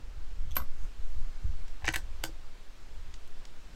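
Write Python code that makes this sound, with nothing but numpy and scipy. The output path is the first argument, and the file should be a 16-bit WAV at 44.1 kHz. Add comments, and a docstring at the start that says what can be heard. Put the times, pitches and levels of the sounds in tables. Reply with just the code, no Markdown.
"""A lever-action rifle clatters open and snaps shut on a wooden bench under an open shelter.
Each click makes the steel ring, and the hardest ones knock the wooden stock. Before that, a fingertip
ticks on a brass cartridge, which lands and bounces on the bench, and a sleeve brushes past.
The shelter adds a short echo. Wind pushes and thumps on the microphone over a steady hiss."""
import sys
import numpy as np
from scipy import signal
from scipy.fft import rfft, irfft
from scipy.io import wavfile
from scipy.ndimage import uniform_filter1d

SR = 44100
rng = np.random.default_rng(int(sys.argv[2]) if len(sys.argv) > 2 else 0)


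def to_wav(sig):
    """Store sig (one row per channel, or 1-D mono) as 16-bit WAV at the path in sys.argv[1].

    Samples outside -1..1 are clipped; the rate is SR.
    """
    pcm = np.clip(np.atleast_2d(sig), -1, 1) * 32767
    pcm = np.round(pcm).astype(np.int16)
    wavfile.write(sys.argv[1], SR, pcm.T)  # frames by channels


N = 165375
DETUNE = 0.012  # steel and bench tones stray by about this share of their pitch at each hit


def amp(db):
    """Turns a level in dB into a number to multiply by."""
    return 10 ** (np.asarray(db) / 20)


def evened(x):
    """Scales a signal so that its average power is 1."""
    return x / np.sqrt(np.mean(x ** 2) + 1e-20)


def read(points, hz):
    """Looks up a value between rows of (Hz, value), on a scale of octaves."""
    row_hz, value = np.transpose(points)
    return np.interp(np.log(hz + 1), np.log(row_hz + 1), value)


def coloured(x, spectrum):
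    """Makes each frequency louder or softer, following rows of (Hz, dB)."""
    hz = np.fft.rfftfreq(len(x), 1 / SR)
    return irfft(rfft(x) * amp(read(spectrum, hz)), len(x))


def add(mix, start_s, sound):
    """Mixes a sound in at its start time."""
    part = mix[round(start_s * SR):][:len(sound)]
    part += sound[:len(part)]


def ring(tones, stretch=0.99, colour=((1, 0), (20000, 0)), detune=0., rise_s=0.00058):
    """A struck object rings with several tones, each falling 60 dB in its fade time times stretch."""
    hz, db, fade_s = np.transpose(tones)[:, :, None]
    t = np.arange(8192) / SR
    sign = rng.choice([-1., 1.], hz.shape)
    cycles = hz * (1 + detune * rng.standard_normal(hz.shape)) * t
    loudness = amp(db + read(colour, hz) - 60 * t / (fade_s * max(stretch, .1)))
    waves = sign * loudness * np.sin(2 * np.pi * cycles)
    return waves.sum(0) * np.minimum(t / rise_s, 1)


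def crack(colour, fade_s, rise_s=0.00019):
    """A hit gives a short burst of noise that falls 60 dB in its fade time."""
    t = np.arange(8192) / SR
    noise = coloured(rng.standard_normal(8192), colour)
    return noise * amp(-60 * t / fade_s) * np.minimum(t / rise_s, 1)


def wind():
    """Moving air presses on the microphone: a slow push, a buffeting and a quicker flutter."""
    # Each row: time in seconds, then the levels of push, buffeting and flutter in dB.
    gusts = [(0.0, -46.5, -42, -50.5), (0.31, -29, -37.5, -57.5), (0.4, -23, -30.5, -47.5),
             (0.64, -31, -40.5, -45), (0.7, -19, -64, -69), (0.83, -27, -31, -45), (0.91, -31.5, -43, -61),
             (1.2, -21, -39.5, -50.5), (1.23, -20.5, -44, -49.5), (1.4, -24, -40, -62),
             (1.45, -26.5, -37.5, -40), (1.63, -25.5, -36.5, -54), (1.79, -31.5, -47, -58),
             (1.88, -35.5, -40.5, -41), (2.07, -37, -33.5, -47.5), (2.73, -39.5, -49.5, -67),
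             (3.01, -38.5, -36.5, -49.5), (3.38, -31, -52, -63.5), (3.75, -46, -43.5, -57.5)]
    # Each row of these three: frequency in Hz, relative level in dB.
    push = [(2, -1), (7, 3.5), (14, -13), (22, -9), (30, -53.5)]
    buffet = [(12, 20.5), (21, -2), (28, 6.5), (45, 3), (70, -33)]
    flutter = [(40, -44), (58, 4), (90, -10.5), (140, -18.5), (260, -34), (400, -42)]
    times, *levels = np.transpose(gusts)
    t, out = np.arange(N) / SR, np.zeros(N)
    for spectrum, db, span_s in zip((push, buffet, flutter), levels, (.3, .14, .1)):
        noise = coloured(rng.standard_normal(N), [(0.018, -103)] + spectrum + [(800, -120)])
        local_power = abs(uniform_filter1d(noise ** 2, int(span_s * SR)))
        steady = noise / np.sqrt(local_power + 1e-20)
        out += steady * amp(np.interp(t, times, db))
    return out


def hiss(patchy_db=0.87):
    """The open field rustles and the microphone adds its own noise, in faint drifting patches."""
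    # Each row: frequency in Hz, relative level in dB.
    colour = [(88, -11), (150, -4.5), (450, -6.5), (805, -9.5), (1530, -9.5), (1690, -11.5), (4160, -15.5),
              (7770, -22), (9630, -29.5), (16000, -34)]
    # Each row: time in seconds, level in dB.
    levels = [(0.0, -60), (0.85, -59), (2.2, -58), (2.41, -59), (3.75, -58.5)]
    noise = coloured(rng.standard_normal(N), [(60, -57)] + colour)
    _, _, bands = signal.stft(noise, SR, nperseg=512)
    patches = uniform_filter1d(rng.standard_normal(bands.shape), 8, 0)  # smooth across frequency
    patches = evened(uniform_filter1d(patches, 12, 1))  # and across time
    patchy = signal.istft(bands * amp(patchy_db * patches), SR, nperseg=512)[1][:N]
    return evened(patchy) * amp(np.interp(np.arange(N) / SR, *np.transpose(levels)))


def thumps(cycles=1.93, sag=0.61):
    """A swirl of air sucks the microphone's membrane in and lets it swing back, dropping in pitch."""
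    # Each row: start in seconds, peak level in dB, starting pitch in Hz.
    swirls = [(0.171, -34, 59), (0.397, -35, 59.7), (0.468, -31.5, 58.3), (0.507, -30.5, 60.6),
              (0.606, -32, 62), (0.819, -31, 60), (0.99, -31, 54.3), (1.162, -27.5, 57), (1.443, -25, 64),
              (1.488, -26, 61.6), (1.835, -29, 61), (3.019, -43, 62)]
    out = np.zeros(N)
    for start, db, hz in swirls:
        progress = np.arange(0, 1, hz / (cycles * SR))
        swing = np.cos(2 * np.pi * cycles * (progress - .5 * sag * progress ** 2))
        swell = np.sin(np.pi * progress ** 0.72) ** 2
        add(out, start, amp(db) * swing * swell)
    return out


def fingertip():
    """A fingertip lets go of the cartridge with tiny, bright ticks."""
    # Each row: start in seconds, level in dB.
    ticks = [(.5097, -36), (0.5164, -34.5), (0.522, -41)]
    # Each row: pitch in Hz, relative level in dB, fade time in seconds.
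    tones = [(3380, -5.5, 0.0095), (6140, -0.5, 0.0037), (8300, -13, 0.0055), (12700, -26.5, .06)]
    out = np.zeros(N)
    for start, db in ticks:
        add(out, start, amp(db) * ring(tones))
    return out


def cartridge():
    """The cartridge lands and bounces: its brass rings high and thin while the bench knocks under it."""
    # Each row: start in seconds, levels of brass, bench and crack in dB, stretch of the brass ring.
    bounces = [(0.5550, -35.5, -63, -41.5, 0.13), (0.558, -33, -68, -43, 0.14),
               (0.5668, -20, -28.5, -29, 0.28), (0.6006, -40.5, -41, -48, 0.25), (0.619, -61, -46, -56, 1),
               (0.852, -80, -57.5, -70, .5)]
    # Each row of these two: pitch in Hz, relative level in dB, fade time in seconds.
    brass_tones = [(12590, 3, 0.11), (11460, -9.5, 0.017), (14000, -9, .03), (15000, -14, .025)]
    bench_tones = [(206, -13, 0.098), (274, -17, 0.092), (544, -5.5, 0.034), (738, -8, 0.041),
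                   (1012, 1, 0.026), (1130, 0.5, 0.048), (1264, -7.5, 0.069), (1420, -2, 0.035),
                   (1542, -5.5, 0.044), (2017, -13, 0.083), (2350, -13, 0.067), (3660, -3, 0.0086)]
    crack_colour = [(500, -20.5), (3000, 6.5), (6000, -2.5), (10000, -4.5), (16000, -27)]
    out = np.zeros(N)
    for start, brass_db, bench_db, crack_db, stretch in bounces:
        burst = amp(crack_db) * crack(crack_colour, fade_s=0.042)
        brass = amp(brass_db) * ring(brass_tones, stretch)
        bench = amp(bench_db) * ring(bench_tones, detune=DETUNE)
        add(out, start, brass + bench + burst)
    return out


def shelter(sound, build_up_s=.014):
    """Roof and benches scatter a sound into a short echo, each frequency fading at its own speed."""
    # Each row: frequency in Hz, seconds to fade by 60 dB.
    fade_times = [(300, 0.26), (1200, 0.13), (2500, 0.071), (6000, 0.15), (12000, 0.1)]
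    hz, t, bands = signal.stft(rng.standard_normal(SR // 2), SR, nperseg=128)
    fade = amp(-60 * t / read(fade_times, hz)[:, None])
    echo = signal.istft(bands * fade, SR, nperseg=128)[1]
    echo *= np.minimum(np.arange(len(echo)) / (build_up_s * SR), 1) ** 2
    return signal.fftconvolve(sound, echo / np.linalg.norm(echo))[:N]


def sleeve():
    """A sleeve brushes past with a faint, bright rustle that swells and fades."""
    # Each row: loudest moment in seconds, spread in seconds, level in dB.
    swishes = [(.82, 0.047, -67.5), (1.16, 0.14, -72)]
    # Each row: frequency in Hz, relative level in dB.
    colour = [(2500, -35), (6500, 10), (9500, -5), (12500, -3), (16000, -27)]
    t = np.arange(N) / SR
    swell = sum(amp(db) * np.exp(-.5 * ((t - peak) / spread) ** 2) for peak, spread, db in swishes)
    return swell * evened(coloured(rng.standard_normal(N), colour))


def lever_action():
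    """Steel parts click as the lever moves and snap as it locks shut; each hit cracks and rings."""
    # Each row of these two: start in seconds, low, middle, high and top levels in dB, fade stretch.
    clicks = [(1.68, -68, -50, -46.5, -63, 1.1), (1.8216, -45, -48, -66, -72, 1.7),
              (1.8441, -33, -33, -40.5, -74, 2), (1.8541, -53, -33, -34, -47, 0.96),
              (1.8640, -44, -32, -24.5, -60, 0.43), (1.8722, -70, -24, -43, -54, 1.2),
              (1.8768, -28, -38, -24.5, -46, 0.79), (1.8803, -24, -4, -27, -40, 0.39),
              (1.8872, -61, -12, -21.5, -41, 0.53), (1.8888, -24.5, -11.5, -29, -46, 0.34),
              (1.9002, -45, -55, -46, -59, 0.35), (1.925, -65, -54, -42, -41, 0.89),
              (1.9370, -60, -30, -37, -50, 0.98), (1.9397, -27, -17.5, -25, -30.5, 0.51),
              (1.9445, -49, -24.5, -37, -42, 1.7), (1.959, -35, -18.5, -24, -25, 0.69),
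              (1.9640, -29.5, -19.5, -29, -55, 0.4), (3.1402, -58, -42.5, -36, -62, 0.73),
              (3.2760, -70, -62, -49, -54, .6), (3.4531, -74, -41.5, -33.5, -56, 0.49)]
    snaps = [(2.2352, -40, -38, -43, -41, 0.58), (2.2384, -23.5, -18.5, -21, -26.5, 0.61),
             (2.2480, -44, -31, -33.5, -42, 0.9), (2.2560, -46, -43, -41, -43, 0.57)]
    # Where low, middle, high and top lie, in Hz.
    bands_hz = [800, 2100, 6000, 12500]
    # Each row of these two: pitch in Hz, relative level in dB, fade time in seconds.
    lever_tones = [(805, 4, 0.023), (1046, -3.5, 0.04), (1568, -6, 0.052), (1733, -10, 0.067),
                   (1734, -3.5, 0.057), (1924, -1.5, 0.03), (2050, -4, 0.035), (2270, 0, 0.021),
                   (2680, -4, 0.036), (2870, -8.5, 0.044), (3850, 4.5, 0.0064), (4640, -4, 0.0043),
                   (6190, 0, 0.012), (6720, -10, 0.047), (7900, 1, 0.015), (13000, -11, .014)]
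    lock_tones = [(756, 8.5, 0.014), (1527, -2, 0.037), (2920, 0.5, 0.023), (3550, -3.5, 0.019),
                  (4650, 3, 0.013), (6390, 1.5, 0.014), (7600, 7, 0.0084), (13250, 11, 0.01)]
    low_hz, *upper_hz = bands_hz
    out = np.zeros(N)
    for hits, tones in ((clicks, lever_tones), (snaps, lock_tones)):
        for start, low_db, *upper_db, stretch in hits:
            upper_colour = list(zip(upper_hz, upper_db)) + [(16000, upper_db[-1] - 5)]
            steel = ring(tones, stretch, [(low_hz, low_db)] + upper_colour, DETUNE)
            crack_colour = [(250, low_db - 6), (low_hz, low_db + 5)] + upper_colour
            burst = crack(crack_colour, fade_s=0.038 * max(stretch, .1))
            add(out, start, amp(-7.5) * steel + amp(-3.5) * burst)
    return out


def stock():
    """The hardest hits reach the rifle's wooden stock, which gives a low, dry knock."""
    # Each row: start in seconds, level in dB, stretch of the ring.
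    knocks = [(1.881, -36.5, 0.63), (1.8893, -35.5, 0.51), (1.962, -40.5, 0.54), (2.241, -40.5, 1.02),
              (2.292, -48.5, .9)]
    # Each row: pitch in Hz, relative level in dB, fade time in seconds.
    wood_tones = [(122, -0.5, 0.13), (323.6, 2, 0.13), (541, -1.5, 0.061)]
    out = np.zeros(N)
    for start, db, stretch in knocks:
        add(out, start, amp(db) * ring(wood_tones, stretch))
    return out


def scene():
    """Mixes everything into one channel; only the action, cartridge and fingertip get the echo."""
    handling = lever_action() + cartridge() + fingertip()
    echo = amp(-10.5) * shelter(handling)
    return (handling + echo + stock() + wind() + thumps() + sleeve() + hiss())[None]


def record(dry):
    """Cuts away the very highest treble."""
    cutoff_hz = 15850
    low_pass = signal.firwin(511, cutoff_hz, window=("kaiser", 9), fs=SR)
    return signal.oaconvolve(dry, low_pass[None], "same")


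dry = scene()
out = record(dry)
to_wav(out)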